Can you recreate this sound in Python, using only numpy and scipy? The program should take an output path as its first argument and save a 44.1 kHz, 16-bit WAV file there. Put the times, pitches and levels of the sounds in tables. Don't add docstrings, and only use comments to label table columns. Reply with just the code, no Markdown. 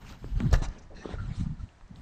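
import sys
import numpy as np
from scipy import signal
from scipy.fft import rfft, irfft
from scipy.io import wavfile
from scipy.ndimage import uniform_filter1d

SR = 44100
rng = np.random.default_rng(int(sys.argv[2]) if len(sys.argv) > 2 else 0)


def volts_from_decibels(level):
    exponent = np.asarray(level, float) / 20
    return 10 ** exponent


def int16_out(signal):
    q = np.round(np.clip(np.atleast_2d(signal).T, -1, 1) * 32767)
    wavfile.write(sys.argv[1], SR, q.astype(np.int16))


N = 89037

# (start [s], length [s], level [dB], flutter top [Hz], slope [dB/octave])
GUSTS = [(0., 0.22, -48, 278, -3.5), (0.195, 0.19, -38, 257, -5.5), (0.336, 0.077, -32, 122, 7),
         (0.383, 0.15, -29.5, 285, -1.4), (0.505, 0.11, -29.5, 205, -4), (0.61, 0.14, -33.5, 226, -7.5),
         (0.662, 0.51, -48, 350, -8), (1.039, 0.12, -48, 307, -6), (1.131, 0.17, -39, 149, 2.5),
         (1.189, 0.22, -38, 261, -5), (1.364, 0.096, -32, 276, -7), (1.43, 0.15, -36, 257, -3.5),
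         (1.55, 0.16, -42.5, 244, -4.5), (1.795, 0.084, -48.5, 92, -12), (1.884, 0.17, -48.5, 262, -1.4)]
# (centre [s], peak [dB], pitch [Hz], negative when the push comes first, length [cycles])
SHOVES = [(0.241, -43, -58, 0.4), (0.342, -23.5, -47.5, 2.4), (.372, -20.5, -47, 1.48),
          (0.445, -22, -110, 1.3), (0.4592, -18, 144, 2.93), (0.495, -25, 67, 1.4), (0.52, -20, 70, 0.84),
          (0.5364, -7, 65.5, 0.69), (0.552, -21, -53, 0.54), (0.564, -15.5, 31, 0.77),
          (0.4072, -27.5, 194, 1.2), (0.952, -36.5, -22, 0.84), (0.597, -23.5, -28.5, 2),
          (0.624, -23, -130, 1.07), (1.144, -28, 74, 1.17), (1.174, -32.5, 32, 0.81),
          (1.212, -26.5, -52, 0.75), (1.2244, -32, 89, 2.4), (1.26, -31, -68, 1.56),
          (1.29, -28.5, -110, 1.7), (1.316, -26.5, 126, 1.5), (1.389, -29.5, 91, 2.7),
          (1.401, -25, -150, 0.89), (1.4123, -16, -110, 0.53), (1.436, -20, -77, 0.44),
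          (1.468, -23.5, -160, 1.8), (1.502, -28.5, -140, 1.9), (1.5249, -34, 151, 3.8),
          (1.604, -30, 46.5, 1.07), (1.636, -30.5, -70, 0.83), (1.915, -36.5, -170, 2.4),
          (2.004, -40, 62, 1.4)]
# (start [s], length [s], level [dB], tilt [dB/octave], share rubbing the housing [0-1])
STROKES = [(0., 0.065, -57, 0.8, 0.02), (0.033, 0.14, -54, 2.1, 0), (0.072, 0.13, -59, 0, 0),
           (0.151, 0.28, -60.5, 1.5, 0.01), (0.338, 0.21, -50, -0.5, 0.01), (0.498, 0.082, -42, -5, 0.3),
           (0.523, 0.026, -35, -1.5, 0.31), (0.535, 0.034, -41, -2, .4), (0.556, 0.07, -60, 5, 0.08),
           (0.612, 0.066, -44, 1, 0.2), (0.627, 0.25, -55.5, -1.5, 0),  (0.942, 0.091, -53, -7.5, 0.96),
           (1.004, 0.11, -47, -4.5, 0.3), (1.08, 0.097, -47.5, -2.5, 0.16), (1.118, 0.29, -58, -1, 0.13),
           (1.267, 0.24, -58.5, 0.5, 0), (1.331, 0.14, -59.5, 6, 0.25), (1.431, 0.12, -63.5, -0.3, 0.04),
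           (1.587, 0.072, -65.5, -2, 0.35), (1.457, 0.53, -77, 4, 0.16), (1.82, 0.36, -63, -11, 0),
           (1.93, 0.13, -68, 4.5, 0.02)]
# (frequency [Hz], density [dB/Hz])
CLOTH_SPECTRUM = [(88, -31), (150, -9), (349, -12), (567, -18), (827, -15), (1700, -20), (3680, -27),
                  (4900, -30), (11000, -40), (14300, -68.5), (22000, -120)]
# (frequency [Hz], width [Hz], level [dB])
HOUSING_MODES = [(1780, 250, 17), (2600, 220, 21), (3990, 710, 15.5), (5720, 600, 18.5), (7940, 2700, 4.5)]
# (peak [s], level [dB], rise [dB/s], fall [dB/s], end [s])
SHEEN = [
    (0., -81, 100, 150, .06),
    (.12, -71, 160, 550, .17),
    (.2, -85, 100, 20, .33),
    (.44, -78, 55, 40, .521),
    (.53, -56, 6000, 420, .62),
    (.635, -84, 400, 300, .67),
    (1.959, -88, 5000, 5, 2.1),
]
# (frequency [Hz], level [dB], t60 [s])
KNOCK_MODES = [(531, 0.5, 0.023), (678, 2, 0.024), (903, -10.5, 0.036), (1246, -8, 0.078),
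               (1720, -14.5, 0.098)]
# (time [s], peak [dB], pitch [Hz], t60 [s])
TAPS = [
    (0.243, -31.5, 297, 0.011),
    (0.403, -26, 239, 0.018),
    (0.6183, -30, 257, .016),
    (1.0559, -28, 327, 0.017),
    (1.0915, -31.5, 398, 0.0077),
    (1.1393, -32, 407, 0.0094),
]
# (pitch multiple [1], level [dB])
TAP_OVERTONES = [(1, 4), (1.8, -12), (3.3, -34)]
# (time [s], peak [dB], pitch [Hz])
TICKS = [(0.093, -52, 5070), (0.124, -50, 5000), (0.243, -48.5, 1470), (0.4027, -49, 4000),
         (0.403, -38, 2380), (0.4041, -35, 1360), (.402, -49.5, 7140), (0.5121, -46, 4770),
         (0.53, -34, 6100), (0.541, -23.5, 1350), (0.686, -49.5, 5400), (0.7354, -56, 4100),
         (.85, -64, 5300), (1.541, -66.5, 4460), (1.571, -66, 3500), (1.782, -65, 5900), (1.879, -65, 5500),
         (1.69, -55.5, 2600), (1.809, -61, 2520), (1.81, -49.5, 1260), (1.959, -54.5, 3820)]
# (start [s], length [s], level [dB], pitch [Hz], glide [Hz/s])
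WHINES = [
    (1.007, .031, -53, 1788, 500),
    (1.04, .012, -63, 2850, 25000),
    (1.042, .016, -54, 1250, 0),
    (1.077, .013, -53, 1280, 0),
    (1.143, .014, -53, 1300, 20000),
    (1.184, .012, -46, 1420, -3000),
    (1.197, .012, -48, 1370, 2000),
    (1.215, .022, -56, 1370, 2000),
    (1.592, .022, -59, 1330, 0),
]
# (start [s], length [s], level [dB], pitch [Hz],
# width [Hz])
RUBS = [(.665, .12, -76, 6150, 160), (.782, .018, -59, 6000, 1500), (.818, .028, -66, 5900, 1700),
        (.95, .11, -65, 5850, 300), (.95, .09, -62, 4150, 400), (.96, .055, -63, 1780, 90),
        (.9, .055, -52, 430, 200), (.622, .045, -54, 5900, 500), (.535, .028, -50, 5900, 600),
        (1.045, .115, -59, 3400, 900), (1.1, .035, -58, 1700, 500), (1.18, .03, -57, 1500, 400),
        (1.208, .075, -61, 1360, 160)]
# (frequency [Hz], density [dB/Hz])
ROOM_SPECTRUM = [(12, -59), (20, 12.5), (525, -19.5), (674, -14), (1050, -17), (1880, -20.5), (2620, -28),
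                 (8160, -36), (15000, -57.5)]

MIC_TOP_HZ = 8780
RISE, FALL = 0.13, 0.25
SOFT_RISE, SOFT_FALL = 0.29, 0.51
GUST_EDGE_ORDER = 7.3
FIBRES_PER_S, FIBRE_SPREAD_DB, FIBRE_SHARE = 3200, 1, 0.5
PATCH_DB = 3
CRACK_S, CRACK_LENGTH_S, CRACK_DB, CRACK_HZ = 0.526, 0.014, -55, 8000
AIR_DB, AIR_HZ, AIR_SLOPE_DB_PER_KHZ = -97.5, 9200, -4
KNOCK_S, KNOCK_DB = 0.528, -25.5
TAP_SAG, TAP_SAG_S = 0.73, 0.0013
TICK_T60_S, TICK_RISE_S, TICK_WIDTH = 0.013, 0.0001, 0.46
WHINE_WAVER = 0.025
ECHO_DB, ECHO_T60_S = -19, 0.75
ROOM_DB = -55.5


def evened(x):
    return x / np.sqrt(np.mean(x ** 2) + 1e-20)


def read(points, hz):
    f, value = np.transpose(points)
    return np.interp(np.log(hz + 1), np.log(f + 1), value)


def coloured(x, gain):
    return irfft(rfft(x) * gain(np.fft.rfftfreq(len(x), 1 / SR)), len(x))


def lowpass(f, top_hz, order):
    return 1 / (1 + (f / top_hz) ** order)


def add(mix, start_s, sound):
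    part = mix[max(round(start_s * SR), 0):][:len(sound)]
    part += sound[:len(part)]


def resonate(x, hz, width_hz):
    turn = np.exp(2j * np.pi * np.cumsum(hz * np.ones(len(x))) / SR)
    r = np.exp(-np.pi * width_hz / SR)
    return 2 * (turn * signal.lfilter([1 - r], [1, -r], x / turn + 1e-18)).real


def swell(length_s, soft=0):
    u = np.arange(0, length_s, 1 / SR) / length_s
    rise = RISE + soft * (SOFT_RISE - RISE)
    fall = FALL + soft * (SOFT_FALL - FALL)
    return np.sin(np.pi / 2 * np.clip(np.minimum(u / rise, (1 - u) / fall), 0, 1)) ** 2


def ring(hz, db, t60_s, sag=0):
    t = np.arange(0, 0.12, 1 / SR)
    bent = t + sag * TAP_SAG_S * (1 - np.exp(-t / TAP_SAG_S))
    return -volts_from_decibels(db - 60 * t / t60_s) * np.sin(2 * np.pi * hz * bent) * (1 - np.exp(-t * hz * 3))


def shoves():
    out = np.zeros(N)
    t = np.arange(-0.06, 0.06, 1 / SR)
    for s, db, hz, cycles in SHOVES:
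        envelope = np.exp(-(2 * t * abs(hz) / cycles) ** 2)
        add(out, s + t[0], volts_from_decibels(db) * np.sin(2 * np.pi * hz * t) * envelope)
    return out


def gusts():
    out, noise = np.zeros(N), rng.standard_normal(N + SR // 4)
    for s, length_s, db, top_hz, slope_db in GUSTS:
        def spectrum(f):
            tilt = volts_from_decibels(slope_db * np.log2(f / 60 + 0.11))
            rumble_cut = f ** 2 / (f ** 2 + 18 ** 2)
            return tilt * rumble_cut * lowpass(f, top_hz, GUST_EDGE_ORDER)

        shape = swell(length_s, soft=s > 0)
        air = coloured(noise, spectrum)[max(round(s * SR), 0):][:len(shape)]
        add(out, s, volts_from_decibels(db) * shape * evened(air))
    return out


def cloth():
    out = np.zeros(N)
    hiss, fine = rng.standard_normal((2, N))
    slips = (rng.random(N) < FIBRES_PER_S / SR) * np.sign(fine)
    slips = slips * volts_from_decibels(FIBRE_SPREAD_DB * rng.exponential(1, N))
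    drive = (1 - FIBRE_SHARE) * hiss + FIBRE_SHARE * evened(slips)
    opened = evened(coloured(
        drive, lambda f: volts_from_decibels(read(CLOTH_SPECTRUM, f)) * (f > 150) * lowpass(f, MIC_TOP_HZ, 10)))
    rung = np.zeros(N)
    for k, (hz, width_hz, db) in enumerate(HOUSING_MODES):
        rung += (-1) ** k * volts_from_decibels(db) * resonate(resonate(drive, hz, width_hz), hz, 2 * width_hz)
    rung = evened(coloured(rung, lambda f: lowpass(f, 8600, 14)))
    sheen = evened(coloured(
        fine, lambda f: (f > 11240) * (f < 15650) * volts_from_decibels(-4.5 * abs(f - 13100) / 1000)))
    for s, length_s, db, tilt_db, share in STROKES:
        shape = volts_from_decibels(db) * swell(length_s, soft=share < 0.35)
        start = max(round(s * SR), 0)
        span = slice(start, start + len(shape))
        part = np.sqrt(1 - share) * opened[span] + np.sqrt(share) * rung[span]
        part = coloured(part, lambda f: volts_from_decibels(tilt_db * np.log2(f / 2000 + 0.097)))
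        add(out, s, shape[:len(part)] * evened(part))
    return out, sheen


def patchy(x):
    z = signal.stft(x, nperseg=256)[2]
    field = rng.standard_normal(z.shape[::-1])
    field = uniform_filter1d(uniform_filter1d(field, size=9, axis=0), size=4, axis=1)
    return signal.istft(z * volts_from_decibels(PATCH_DB * evened(field).T), nperseg=256)[1][:N]


def knock():
    out = np.zeros(N)
    wood = sum(ring(*mode) for mode in KNOCK_MODES)
    for late_s, db in (0, 0.5), (0.005, 0.4), (0.011, 0.5):
        add(out, KNOCK_S + late_s, volts_from_decibels(KNOCK_DB + db) * wood)
    return out


def taps():
    out = np.zeros(N)
    for s, db, hz, t60_s in TAPS:
        body = sum(ring(hz * k, d, t60_s / np.sqrt(k), TAP_SAG) for k, d in TAP_OVERTONES)
        add(out, s, volts_from_decibels(db + 7) * body)
    return out


def ticks():
    out, t = np.zeros(N), np.arange(900) / SR
    envelope = volts_from_decibels(1.5 - 60 * t / TICK_T60_S) * (1 - np.exp(-t / TICK_RISE_S))
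    for s, db, hz in TICKS:
        grit, width_hz = rng.standard_normal(900), TICK_WIDTH * hz
        body = resonate(resonate(grit, hz, width_hz), hz, width_hz)
        add(out, s, volts_from_decibels(db) * envelope * evened(body))
    return out


def whines():
    out, waver = np.zeros(N), evened(uniform_filter1d(rng.standard_normal(N), size=60))
    for s, length_s, db, hz, glide_hz_per_s in WHINES:
        shape = swell(length_s)
        pitch_hz = hz + glide_hz_per_s * np.arange(len(shape)) / SR
        pitch_hz = pitch_hz * (1 + WHINE_WAVER * waver[round(s * SR):][:len(shape)])
        add(out, s, volts_from_decibels(db + 3.5) * shape * np.sin(2 * np.pi * np.cumsum(pitch_hz) / SR))
    return out


def rubs():
    out, grit = np.zeros(N), rng.standard_normal(N)
    for s, length_s, db, hz, width_hz in RUBS:
        shape = swell(length_s)
        part = grit[round(s * SR) - 400:][:len(shape) + 400]
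        whistle = resonate(resonate(part, hz, width_hz), hz, 2 * width_hz)[-len(shape):]
        add(out, s, volts_from_decibels(db) * shape * evened(whistle))
    return coloured(out, lambda f: lowpass(f, 7800, 10))


def top_layer(sheen):
    t, (grit, air) = np.arange(N) / SR, rng.standard_normal((2, N))
    level = np.zeros(N)
    for s, db, rise, fall, end_s in SHEEN:
        slope_db = np.maximum(rise * (s - t), fall * (t - s))
        level += volts_from_decibels(db - slope_db) * np.clip((end_s - t) * 200, 0, 1)
    out, shape = level * sheen, swell(CRACK_LENGTH_S)
    crack = evened(coloured(grit, lambda f: (f > CRACK_HZ) * volts_from_decibels(-1.2 * f / 1000)))
    add(out, CRACK_S, volts_from_decibels(CRACK_DB) * shape * crack[:len(shape)])
    air = coloured(air, lambda f: (f > AIR_HZ) * volts_from_decibels(AIR_SLOPE_DB_PER_KHZ * f / 1000))
    return out + volts_from_decibels(AIR_DB) * evened(air)


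def echo(x):
    t = np.arange(SR // 3) / SR
    reflections = rng.choice([-1., 1.], len(t)) * (rng.random(len(t)) < 0.05)
    reflections = reflections * volts_from_decibels(-60 * t / ECHO_T60_S) * (t > 0.004)
    reflections = coloured(reflections, lambda f: lowpass(f, 5000, 2))
    return signal.fftconvolve(x, reflections / np.linalg.norm(reflections))[:N]


def room_tone():
    noise = rng.standard_normal(N)
    return volts_from_decibels(ROOM_DB) * evened(coloured(
        noise, lambda f: volts_from_decibels(read(ROOM_SPECTRUM, f)) * (f > 15) * lowpass(f, MIC_TOP_HZ, 10)))


def scene():
    rustle, sheen = cloth()
    hits = coloured(knock() + taps() + ticks(), lambda f: lowpass(f, MIC_TOP_HZ, 10))
    near = patchy(rustle) + hits + whines() + rubs()
    mix = shoves() + gusts() + near + top_layer(sheen)
    mix = mix + volts_from_decibels(ECHO_DB) * echo(near) + room_tone()
    return mix[None]


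def roll_off(x):
    return signal.sosfilt(signal.butter(12, 15700, fs=SR, output="sos"), x)


def record(dry):
    return roll_off(dry)


dry = scene()
out = record(dry)
int16_out(out)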